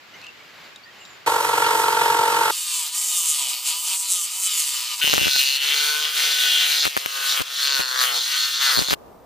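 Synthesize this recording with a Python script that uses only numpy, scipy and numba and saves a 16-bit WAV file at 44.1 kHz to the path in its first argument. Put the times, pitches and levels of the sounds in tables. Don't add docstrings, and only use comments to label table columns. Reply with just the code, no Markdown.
import sys
import numpy as np
from scipy import signal
from scipy.fft import rfft, irfft, next_fast_len
from scipy.io import wavfile
from scipy.ndimage import uniform_filter1d
from numba import njit

SR = 44100
rng = np.random.default_rng(int(sys.argv[2]) if len(sys.argv) > 2 else 0)


def put_to_file(sound):
    columns = np.atleast_2d(sound).T
    safe = np.clip(columns, -1, 1)
    whole_steps = np.round(safe * 32767)
    wavfile.write(sys.argv[1], SR, whole_steps.astype(np.int16))


N = 407925
OPPOSED = np.array([[1], [-1]])


def undb(db):
    return 10 ** (np.asarray(db) / 20)


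def level(x, db):
    return x * undb(db) / np.sqrt(np.mean(x ** 2))


def curve_at(t, table):
    return np.interp(t, *np.transpose(table))


def walk(n, rate):
    hold = max(int(SR / rate), 1)
    steps = np.repeat(rng.standard_normal(n // hold + 1), hold)
    return 1.81 * uniform_filter1d(uniform_filter1d(steps, hold), hold)[:n]


def colour(x, shape, ring=(), lo_hz=0., hi_hz=1e6, factor=0.89):
    n = 2 * next_fast_len(len(x) // 2 + 2048)
    hz = np.maximum(np.fft.rfftfreq(n, 1 / SR), 1.)
    shape_hz, shape_db = np.transpose(shape)
    db = np.interp(np.log(hz), np.log(shape_hz), shape_db)
    db = db + sum(lift_db / (1 + (2 * (hz - f) / width) ** 2) for f, width, lift_db in ring)
    db = db - 10 * np.log10((1 + (lo_hz / hz) ** 8) * (1 + (hz / hi_hz) ** 8))
    cepstrum = irfft(np.maximum(db, -120) * np.log(10) / 20, n)
    cepstrum[1:n // 2] *= 2
    cepstrum[n // 2 + 1:] = 0
    return irfft(rfft(x, n) * np.exp(rfft(cepstrum)) * factor, n)[:len(x)]


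def clicks(n, at, size):
    out = np.zeros(n + 16)
    keep = (at > 0) & (at < n - 1)
    at, size = at[keep], size[keep]
    whole = np.floor(at)
    for k in range(-4, 5):
        d = whole + k - at
        pulse = np.sinc(d) * np.cos(np.pi * d / 10) ** 2
        np.add.at(out, whole.astype(int) + k + 8, size * pulse)
    return out[8:n + 8]


# frequency in Hz, relative dB per Hz.
SHOP_PEN_SPECTRUM = [(18, -66), (30, -34), (108, -12.5), (853, -9), (1300, -7.5), (1820, -7.5),
                     (2190, -6.5), (4920, -14.5), (5610, -20), (7480, -22), (8520, -34), (15600, -27.5)]
SHOP_SPECTRUM = [(18, -52), (30, -17.5), (156, -18.5), (506, -13.5), (923, -16.5), (1080, -23),
                 (1170, -18.5), (1300, -25.5), (2190, -36.5), (12300, -47.5), (13600, -38.5),
                 (15600, -42.5)]


def shop(t0, t1, spectrum, db, apart):
    i0, i1 = int(t0 * SR), min(int(t1 * SR), N)
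    n = i1 - i0
    mid, side = (colour(rng.standard_normal(n), spectrum) * undb(0.99 * walk(n, 13.0)) for _ in range(2))
    out = np.zeros((2, N))
    out[:, i0:i1] = level(mid + apart * side * OPPOSED, db)
    return out


# start in seconds, length in seconds, first and last frequency in Hz, amplitude in dB.
SQUEAKS = [(.13, 0.02, 2970, 2930, -43), (.13, 0.054, 2150, 2060, -45), (.152, .01, 2950, 2950, -47),
           (.135, .025, 5900, 6170, -55), (.225, 0.082, 2550, 2800, -39.5), (.4, 0.034, 2350, 2300, -48),
           (.83, 0.035, 4400, 4900, -47), (.85, 0.056, 1780, 1970, -45), (.99, 0.052, 2830, 2760, -47),
           (.98, 0.11, 7140, 7300, -53), (1.06, 0.11, 7400, 7000, -53)]
FAINT_LOWEST_DB, FAINT_LOW_HZ, FAINT_HIGH_HZ, FAINT_MEAN_S = -60, 1540, 4860, 0.038
FAINT_STARTS_WITHIN_S = 1.2


def pen_squeaks():
    out = np.zeros(N)
    place, span, height, strength = rng.random((30, 4)).T
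    low_hz = FAINT_LOW_HZ * (FAINT_HIGH_HZ / FAINT_LOW_HZ) ** height ** 2
    faint = zip(FAINT_STARTS_WITHIN_S * place, FAINT_MEAN_S * (.5 + span), low_hz,
                low_hz * (.97 + 0.064 * span), FAINT_LOWEST_DB + 6 * strength)
    for s, length, from_hz, to_hz, db in [*SQUEAKS, *faint]:
        n = int(length * SR)
        hz = np.linspace(from_hz, to_hz, n) + 45 * walk(n, 286)
        tone = np.sin(2 * np.pi * np.cumsum(hz) / SR)
        out[int(s * SR):][:n] += undb(db + 2.0 * walk(n, 210)) * np.hanning(n) ** 0.19 * tone
    return out


# start in seconds, relative strength in dB, ringing frequency in Hz.
TICKS = [(0.215, -36, 4180), (0.24, -36, 2750), (0.245, -34, 2730), (0.267, -32, 2970), (0.76, -31, 3750),
         (1.052, -32.5, 3770), (1.06, -42, 5540)]


def pen_ticks():
    out = np.zeros(N)
    t = np.arange(500) / SR
    scrape_band = signal.butter(2, (2500, 6500), "band", fs=SR)
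    for s, db, hz in TICKS:
        scrape = level(signal.lfilter(*scrape_band, rng.standard_normal(500)), -6)
        tone = 0.65 * np.exp(-t / 0.0057) * np.sin(2 * np.pi * hz * t)
        out[int(s * SR):][:500] += undb(db) * (tone + np.exp(-t / 0.0022) * scrape)
    return out


# time in seconds, spread as a share of a stroke.
UNEVEN = [(1.26, .0013), (2.5, .0013), (2.55, .006), (2.9, .013), (5.0, .013), (5.02, .005), (5.55, .005),
          (5.8, .01), (8.95, .015)]
TEETH_PER_STROKE = 20.3


def tooth_bites(t, phase, back_db, jitter, scatter_db):
    n = len(t)
    halves = np.arange(int(2 * phase[-1]) + 2)[:, None]
    place = .25 + np.arange(-4, 5) / TEETH_PER_STROKE
    early, tooth_db = rng.standard_normal((2, len(halves), len(place)))
    strength = rng.standard_normal((len(halves), 1))
    habit = [walk(n, 3)[::n // len(halves)][:len(halves)] for _ in range(2 * len(place))]
    habit = np.array(habit).T
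    habit = np.where(halves % 2, habit[:, ::2], habit[:, 1::2])
    uneven = curve_at(np.interp(halves / 2, phase, t), UNEVEN)
    turns = halves / 2 + place + jitter * early + uneven * habit
    at = np.interp(turns, phase, np.arange(n), left=-1, right=-1)
    stroke_db = scatter_db * strength + halves % 2 * back_db[at.clip(0).astype(int)]
    size = np.sin(2 * np.pi * place) ** 2 * undb(stroke_db + tooth_db)
    size = size * (1 - 2 * (halves % 2))
    return level(clicks(n, at.ravel(), size.ravel()), 0), strength[:, 0]


RATTLE_LAG, RATTLE_WANDER, RATTLE_DB = .22, .04, -7


def gearbox_knocks(phase, strength):
    n = len(phase)
    hit_db = strength[::2]
    hit = np.arange(len(hit_db)) + .25
    lag = RATTLE_LAG + RATTLE_WANDER * walk(n, 3)[::n // len(hit)][:len(hit)]
    at = np.interp(np.r_[hit, hit + lag], phase, np.arange(n), left=-1, right=-1)
    rattle_db = RATTLE_DB + rng.standard_normal(len(hit))
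    return level(clicks(n, at, undb(np.r_[hit_db, rattle_db])), 0)


# multiple of the rotor's turns, relative level in dB.
WHINE = [(1, -4), (2, -8.5), (3, 11)]
ROTOR_TURNS_PER_STROKE = 7.
LOAD_DB, SPEED_DB_PER_OCTAVE = 8, 18


def rotor_whine(phase, hz, load, ring, rotor_db):
    turns = ROTOR_TURNS_PER_STROKE * phase
    whine = sum(undb(db + 2 * walk(len(hz), 8.7)) * np.sin(2 * np.pi * k * turns) for k, db in WHINE)
    whine_db = rotor_db + LOAD_DB * load + SPEED_DB_PER_OCTAVE * np.log2(hz / hz.max())
    return undb(whine_db) * colour(whine, [(20, 0), (20000, 0.0011)], ring)


# time in seconds, level against the forward stroke in dB.
RETURN_BITE = [(1.26, -3), (1.36, -1.5), (1.45, -6), (1.75, -6), (2.05, -5), (2.2, -1.5), (2.5, -4),
               (5.0, -4.5), (5.03, -16), (5.19, -13), (5.24, -3), (5.4, -4), (5.55, -9), (5.8, -3),
               (5.95, -10), (6.15, -3), (6.8, -3), (6.86, -10), (7.0, -3), (7.6, -3), (7.72, -14),
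               (7.98, -12), (8.05, -3), (8.72, -2), (8.78, -13)]
# time in seconds, difference in dB.
GROWL = [(1.26, -1), (2.5, -6.5), (2.55, -10), (3.3, 1.5), (3.6, 4), (4.2, -1.5), (5.0, 1), (5.3, -5.5),
         (5.6, -9.5), (6.1, -10), (6.8, -6), (7.3, -14.5), (7.5, -15), (7.75, -10.5), (7.9, -17.5),
         (8.05, -13.5), (8.18, -7), (8.26, -12.5), (8.41, -14), (8.55, -15), (8.65, -18), (8.95, 3)]
# time in seconds, contrast in dB before load.
CHATTER = [(1.26, 0), (2.5, 0), (2.52, -1), (5.0, -1), (5.04, 7), (5.3, 6), (5.5, 4), (5.7, -4), (5.95, 1),
           (6.2, -4), (6.72, -4), (6.85, 3), (7.15, 2), (7.3, -1), (7.62, -3), (7.73, 8), (7.85, 5),
           (8.1, 4), (8.25, -2), (8.7, -4), (8.77, 6), (8.95, 6)]
CHATTER_LOAD_DB, LOAD_SAG_PER_S = 2.5, .4
THUMP_LAG_S = 0.37


def saw(table, rate, mid, side, ring, edges_hz, thump, hiss, start, jitter, scatter_db, rough, steady,
        flicker_db, rotor_db, knock_db, side_db, loose, pan_db, turned=False):
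    s, *columns = np.transpose(table)
    i0, i1 = int(s[0] * SR), int(s[-1] * SR)
    n = i1 - i0
    t = (i0 + np.arange(n)) / SR
    bite_db, ring_db = (np.interp(t, s, c) for c in columns)
    hz, back_db = curve_at(t, rate), curve_at(t, RETURN_BITE)
    thump_db = curve_at(t, thump) - uniform_filter1d(bite_db, int(THUMP_LAG_S * SR))
    growl_db = thump_db + curve_at(t, GROWL)
    hiss_db = hiss[0] + hiss[1] * (ring_db - ring_db.mean())
    rate_growth = np.gradient(np.log(hz)) * SR
    load = np.tanh(-uniform_filter1d(rate_growth, SR // 20) / LOAD_SAG_PER_S)
    phase = start + np.cumsum(hz) / SR
    teeth, strength = tooth_bites(t, phase, back_db, jitter, scatter_db)
    knock = gearbox_knocks(phase, strength)
    bite = level(teeth + undb(knock_db) * knock, 0)
    gate = np.sin(2 * np.pi * phase) ** 4 * undb(back_db * (phase % 1 > .5))
    crisp = undb(curve_at(t, CHATTER) + CHATTER_LOAD_DB * load)
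    out = rotor_whine(phase, hz, load, ring, rotor_db)
    bands = zip((0., *edges_hz), (*edges_hz, 1e6), (growl_db, thump_db, 0 * hz, ring_db, hiss_db),
                (knock, knock, bite, teeth, teeth), rough, steady)
    for lo, hi, rel_db, pulses, share, roar in bands:
        swing = roar / crisp + gate
        swing = swing / np.sqrt(uniform_filter1d(swing ** 2, SR // 10))
        tear, other = swing * rng.standard_normal((2, n))
        share = share / (share + (1 - share) * crisp)
        drive = np.sqrt(1 - share) * pulses + np.sqrt(share) * tear
        both = colour(drive, mid, ring, lo, hi)
        both = turning(both, t) if turned else both
        loosened = np.sqrt(1 - loose) * drive + np.sqrt(loose) * other
        apart = colour(loosened, side, (), lo, hi, 1j)
        scale = undb(bite_db + rel_db + flicker_db * walk(n, 24.605)) / both.std()
        out = out + scale * (both + undb(side_db) * apart * OPPOSED)
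    sound = np.zeros((2, N))
    sound[:, i0:i1] = out * signal.windows.tukey(n, 200 / n) * undb(pan_db * OPPOSED / 2)
    return sound


# time in seconds, bite in dB, blade ring above the bite in dB.
SLOW_BITE = [(1.261, -17.5, -8.5), (1.28, -16.5, -8), (1.3, -19, -7.5), (1.4, -21.5, -6), (1.6, -18.5, -6),
             (2.2, -20.5, -5), (2.511, -21.5, -2.5)]
# time in seconds, strokes per second.
SLOW_RATE = [(1.261, 23.27), (2.511, 22.47)]
# frequency in Hz, relative dB per Hz.
SLOW_MID = [(24, -53), (40, -63), (154, -30), (241, -30.5), (320, -4.5), (428, -8.5), (654, -4.5), (905, 2),
            (1020, -1.5), (1350, -9.5), (2390, -35.5), (3150, -31), (4810, -35.5), (7200, -36.5),
            (8500, -33), (9800, -38.5), (13400, -38), (15600, -50.5)]
SLOW_SIDE = [(24, -91), (40, -56), (287, -7), (428, 5), (654, -5), (905, 2), (1080, -1.5), (1770, -4),
             (3390, -18.5), (12100, -24), (15600, -25.5)]
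# frequency in Hz, width in Hz, lift in dB.
SLOW_RING = [(439, 24, 4), (474, 20, 4.5), (565, 20, 8), (883, 24, 6), (927, 26, 5), (1085, 30, 4.5),
             (1340, 110, 7)]
# time in seconds, level in dB before the bite's quick swings.
SLOW_THUMP = [(1.261, -45.5), (1.4, -47.5), (2.511, -40)]


def slow_sawing():
    return saw(SLOW_BITE, SLOW_RATE, SLOW_MID, SLOW_SIDE, SLOW_RING, edges_hz=(125., 270., 2000., 6000.),
               thump=SLOW_THUMP, hiss=(-12.5, .8), start=0.86, jitter=.001, scatter_db=.7, flicker_db=.5,
               rough=(.7, .6, .16, .85, .95), steady=(4.1, 3.5, 7.6, 2.1, 2.9), rotor_db=-54.5,
               knock_db=-31.0, side_db=-15.5, loose=.25, pan_db=1.5)


# time in seconds, bite in dB, blade ring above the bite in dB.
FAST_BITE = [(2.51, -29.5, 4.5), (2.86, -28, 4.5), (2.91, -35.5, 1.5), (2.96, -28, 3.5), (3.0, -31, 8.5),
             (3.24, -25.5, 5.5), (3.29, -27.5, 8.5), (3.43, -26, 3.5), (3.53, -25.5, 1.5),
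             (3.63, -32.5, -1), (3.68, -26.5, 2.5), (3.81, -31.5, 4.5), (3.94, -24.5, 3.5),
             (3.99, -32.5, 7.5), (4.19, -30, 11), (4.28, -30, 0), (4.46, -30, 10), (4.49, -28, 1.5),
             (4.6, -24.5, 5.5), (4.65, -26.5, 3), (4.94, -26.5, -1), (4.97, -36, 8), (5.01, -24, -3.5)]
# time in seconds, strokes per second.
FAST_RATE = [(2.51, 173.8), (2.55, 177), (2.63, 176), (2.8, 164.1), (2.86, 149), (2.98, 176.8), (3.07, 179),
             (3.16, 174.3), (3.24, 164.4), (3.41, 139.8), (3.47, 124.4), (3.53, 127.8), (3.57, 120.7),
             (3.66, 135), (3.71, 158.8), (3.76, 166.7), (3.8, 167.2), (3.91, 189.1), (4.051, 195.6),
             (4.09, 191.8), (4.23, 166.1), (4.35, 185), (4.4, 190.5), (4.47, 188.1), (4.68, 137.5),
             (4.81, 126.5), (4.86, 116.2), (4.93, 109.7), (4.96, 108.8), (5.01, 100.7)]
# frequency in Hz, relative dB per Hz.
FAST_MID = [(59, -77.5), (100, -62), (223, -36), (412, -48), (743, -19.5), (826, -20), (978, -1),
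            (1090, -16), (1230, -11), (1620, -23.5), (2930, -9.5), (3400, -11.5), (5410, -9), (7580, -4),
            (15600, -8)]
FAST_SIDE = [(59, -83), (100, -63), (809, -21.5), (1210, 6.5), (2050, -22.5), (2700, -7.5), (4670, -3.5),
             (7910, -16), (9770, -31), (12300, 4), (15600, -3)]
# frequency in Hz, width in Hz, lift in dB.
FAST_RING = [(990, 45, 4.4), (1210, 104, 12.4), (3010, 35, 10.4), (3630, 83, 2), (4580, 300, 3.4),
             (7410, 140, 6.8), (7670, 51, 4), (8480, 48, 7.7), (8860, 64, 2)]
# time in seconds, level in dB before the bite's quick swings.
FAST_THUMP = [(2.52, -47), (3.04, -51), (3.17, -52.5), (3.31, -55), (3.42, -46), (3.44, -49.5),
              (4.04, -52.5), (4.071, -59), (4.191, -52), (4.23, -54), (4.249, -55), (4.43, -52.5),
              (4.52, -53.5), (5.0, -47)]


def fast_sawing():
    return saw(FAST_BITE, FAST_RATE, FAST_MID, FAST_SIDE, FAST_RING, edges_hz=(650., 1750., 5500., 9500.),
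               thump=FAST_THUMP, hiss=(-2.5, .4), start=0., jitter=.0007, scatter_db=1.5, flicker_db=1.2,
               rough=(.3, .15, .36, .26, .45), steady=(1.137, 1.2, 2.9, 3.0, 1.0), rotor_db=-52.5,
               knock_db=-30.5, side_db=-14.0, loose=.45, pan_db=-0.5)


@njit
def lift(x, hz, width, gain):
    y, band, low = np.empty(len(x)), 0., 0.
    for i in range(len(x)):
        g, k = np.tan(np.pi * hz[i] / SR), width / hz[i]
        v = (band + g * (x[i] - low)) / (1 + g * (g + k))
        band, low = 2 * v - band, low + 2 * g * v
        y[i] = x[i] + (gain[i] - 1) * k * v
    return y


# time in seconds, sheet in Hz, blade in Hz, blade lift in dB.
TURNING = [(5.01, 2700, 4140, 5.5), (5.07, 3050, 4200, 3.5), (5.25, 3200, 4200, 3), (5.33, 3440, 4120, 9),
           (5.45, 2840, 4210, 4.5), (5.56, 2880, 4300, 10.5), (5.7, 2900, 4200, 4),
           (5.94, 3330, 4240, -0.5), (6.2, 3300, 4220, 3.5), (6.5, 3400, 4170, 4), (6.69, 3100, 4030, 7.5),
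           (6.83, 3370, 4180, 9), (6.92, 3340, 4190, 4), (7.25, 2980, 4230, 3.5), (7.45, 3317, 4230, -2),
           (7.66, 3400, 4250, 5.5), (8.0, 3443, 4330, 5), (8.22, 3321, 4127, 8), (8.31, 2932, 4293, 3),
           (8.43, 3416, 4300, 9.5), (8.65, 3554, 4280, 3.5), (8.78, 3400, 4303, 7), (8.95, 3270, 4210, 6)]
# time in seconds, lift in dB.
SINGING = [(5.01, 22), (5.04, 13.5), (5.07, 0), (5.22, 14.5), (5.36, 22), (5.43, 1), (5.75, 9),
           (5.85, 14.5), (6.15, 14), (6.7, 9), (6.83, 4), (6.9, -2), (7.12, 1), (7.17, 7), (7.24, 11),
           (7.45, -2), (7.66, 10.5), (7.95, 5), (8.03, 5), (8.17, 9), (8.24, 0.5), (8.4, 8.5), (8.55, 2.5),
           (8.65, 8.5), (8.85, 6.5)]
SING_HZ, SING_WIDTH_HZ, SHEET_WIDTH_HZ, SHEET_DB, BLADE_WIDTH_HZ = 1497, 30., 520., 5, 180.


def turning(x, t):
    s, sheet_hz, blade_hz, blade_db = np.transpose(TURNING)
    x = lift(x, np.interp(t, s, sheet_hz), SHEET_WIDTH_HZ, undb(SHEET_DB + 0 * t))
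    x = lift(x, np.interp(t, s, blade_hz), BLADE_WIDTH_HZ, undb(np.interp(t, s, blade_db)))
    return lift(x, SING_HZ + 0 * t, SING_WIDTH_HZ, undb(curve_at(t, SINGING)))


# time in seconds, bite in dB, blade ring above the bite in dB.
CURVE_BITE = [(5.01, -24, -3), (5.03, -16.5, 1.5), (5.09, -18, 0.5), (5.2, -20.5, 2.5), (5.38, -21.5, 4.5),
              (5.42, -18.5, 1), (5.565, -21.5, 0.5), (5.59, -28, -2.5), (5.64, -20, -1), (5.9, -21.5, 3.5),
              (5.96, -23.5, 2), (6.05, -23, 2), (6.13, -27.5, 2), (6.17, -20, 1), (6.65, -18, -1.5),
              (6.79, -20, 0), (6.81, -26, 7.5), (6.85, -15.5, -1), (6.89, -31, 0), (6.95, -30, 2),
              (7.02, -28.5, 0.5), (7.12, -30, 2.5), (7.16, -24, 0), (7.3, -22, 2.5), (7.33, -22, 3.5),
              (7.38, -22, 2), (7.42, -24.5, 3), (7.43, -35.5, 2), (7.65, -23.5, 4), (7.71, -22, 3),
              (7.78, -22, 3.5), (7.87, -27.5, 2), (7.99, -24, 4.5), (8.02, -18, 3), (8.08, -21.5, 1),
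              (8.17, -22, 1.5), (8.2, -29, 4), (8.36, -22, 2), (8.59, -29.5, 5), (8.62, -20.5, 1.5),
              (8.77, -22.5, 6.5), (8.87, -30.5, 5), (8.93, -23, 4.5), (8.95, -32.5, 0)]
# time in seconds, strokes per second.
CURVE_RATE = [(5.01, 150.6), (5.12, 146), (5.14, 141.7), (5.38, 133.9), (5.8, 147.1), (6.08, 152.5),
              (6.73, 146.2), (6.83, 144.9), (6.86, 136.7), (6.91, 145.8), (6.97, 135.6), (7.01, 139.2),
              (7.19, 135.6), (7.32, 137.0), (7.37, 135.3), (7.42, 125.7), (7.47, 137.8), (7.57, 142.3),
              (7.74, 138.5), (7.8, 130.4), (7.82, 134.3), (7.86, 127.1), (7.99, 129), (8.14, 119.9),
              (8.2, 121.7), (8.25, 130.3), (8.31, 135.8), (8.41, 139.4), (8.62, 138), (8.71, 132.1),
              (8.78, 118.3), (8.89, 135.8), (8.92, 140.8), (8.95, 132.7)]
# frequency in Hz, relative dB per Hz.
CURVE_MID = [(59, -76), (100, -33.5), (403, -13.5), (438, -4.5), (530, -8), (602, -12), (826, -5),
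             (1260, 6.5), (1460, 7.5), (2140, -1), (2550, -2.5), (2800, -1.5), (3400, -0.5), (4290, 1),
             (8430, -13.5), (13400, -15.5), (15600, -13)]
CURVE_SIDE = [(59, -113), (100, -3.5), (542, 4), (1160, 19), (2750, 6), (4290, 3), (4970, -40), (5530, -4),
              (6540, 5), (8200, 6.5), (10200, -0.5), (15600, -6)]
# frequency in Hz, width in Hz, lift in dB.
CURVE_RING = [(2780, 55, 4.8), (3510, 940, 5.15), (6470, 410, 5.1)]
# time in seconds, level in dB before the bite's quick swings.
CURVE_THUMP = [(5.021, -52), (5.2, -39), (5.47, -44), (5.638, -37.5), (5.86, -33), (6.48, -36),
               (6.74, -40.5), (6.89, -40), (7.1, -37), (7.16, -33.5), (7.26, -34.5), (7.39, -30.5),
               (7.61, -38), (7.79, -30), (7.95, -26), (8.39, -38.5), (8.61, -30.5), (8.79, -29.5),
               (8.909, -43), (8.939, -45)]


def curve_sawing():
    return saw(CURVE_BITE, CURVE_RATE, CURVE_MID, CURVE_SIDE, CURVE_RING, edges_hz=(850., 2200., 3800., 7500.),
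               thump=CURVE_THUMP, hiss=(-6, .6), start=0.22, jitter=.001, scatter_db=1.8, flicker_db=.9,
               rough=(.22, .24, .14, .25, .6), steady=(5.9, 6.13, 2.3, 2.4, 3.5), rotor_db=-66.5,
               knock_db=-11.5, side_db=-15.0, loose=.6, pan_db=0.46, turned=True)


# time in seconds, relative strength in dB, share of slow swell against sharp dip
LOUD_POPS = [(5.043, -1.5, 0.88), (5.077, -1, -0.14), (5.132, 3, 0.74), (5.147, -3, -0.43),
             (5.18, 6.5, 0.62), (5.195, -13, .2), (5.2177, -2, 1), (5.2304, -1, -0.62), (5.239, -8, -0.6),
             (5.259, -2, 1), (5.2695, 3, 0.86), (5.2811, -1, -0.27), (5.362, -7, -0.033),
             (6.855, -1, 0.033), (6.8678, 2, 0.5), (6.877, -5, -0.039), (6.9674, 5.5, 0.47),
             (6.9751, 0, 0.082), (7.0607, -0.5, 0.21), (7.4053, -0.5, 0.81), (7.4185, -5, -0.22),
             (7.795, 0, 0.67), (7.803, -2.5, 0.18), (8.7743, 0, -1.24), (8.784, 2.5, 0.93),
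             (8.792, 6, 0.81), (8.8169, 0, -0.81), (8.8864, -2, 0.73), (8.909, 0.5, 0.2),
             (8.9167, 0, -0.63), (8.924, 0, 0.55), (8.931, 7, 0.67), (8.938, 3, 0.48)]
# start in seconds, end in seconds.
JOLTING = [(5.0975, 5.255), (6.8635, 6.87), (7.0678, 7.07), (7.3975, 7.42), (7.8102, 7.82), (8.7662, 8.836)]
FAINT_POP_DB, FAINT_SCATTER_DB, POP_LEAK_HZ = -11, 6, 108.6


def pops():
    loud_s, loud_db, loud_swell = np.transpose(LOUD_POPS)
    strokes = np.concatenate([np.arange(a, b, 1 / curve_at(a, CURVE_RATE)) for a, b in JOLTING])
    faint_s = strokes[np.abs(strokes[:, None] - loud_s).min(axis=1) > .003]
    swell_chance, level_chance = rng.standard_normal((2, len(faint_s)))
    at = np.r_[loud_s, faint_s] * SR - 13
    swell = np.r_[loud_swell, np.tanh(swell_chance)].clip(-1, 1)
    size = undb(np.r_[loud_db, FAINT_POP_DB + FAINT_SCATTER_DB * level_chance])
    sharp = clicks(N, at, size * (1 - np.abs(swell)))
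    slow = clicks(N, at, size * swell)
    t = np.arange(300) / SR
    dip = np.exp(-((t - .0003) / 0.000093) ** 2)
    back = (1 - np.exp(-(t / 0.00058) ** 4)) * np.exp(-t / 0.0006) * 1.2
    push = np.convolve(sharp, dip) - np.convolve(slow, back)
    push = signal.lfilter(*signal.butter(1, POP_LEAK_HZ, "high", fs=SR), push)
    crack = np.convolve(sharp, np.exp(-t / 0.002))[:N] * rng.standard_normal(N)
    left, right = -1.2 * push[:N], 0.91 * np.roll(push, 4)[:N]
    return undb(-16.0) * crack + np.array([left, right])


def scene():
    room = shop(0, 1.261, SHOP_PEN_SPECTRUM, -45.5, 0.61)
    room += shop(2.511, 8.95, SHOP_SPECTRUM, -63.0, 0.97)
    room += shop(8.94, 9.3, SHOP_SPECTRUM, -46, 0.7)
    pen = pen_squeaks() + pen_ticks()
    sawing = slow_sawing() + fast_sawing() + curve_sawing()
    return room + pen + sawing + pops()


TOP_HZ = 15350


def record(dry):
    low_pass = signal.ellip(10, .2, 70, TOP_HZ, fs=SR, output="sos")
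    return signal.sosfilt(low_pass, np.clip(dry, -.95, .95))


dry = scene()
out = record(dry)
put_to_file(out)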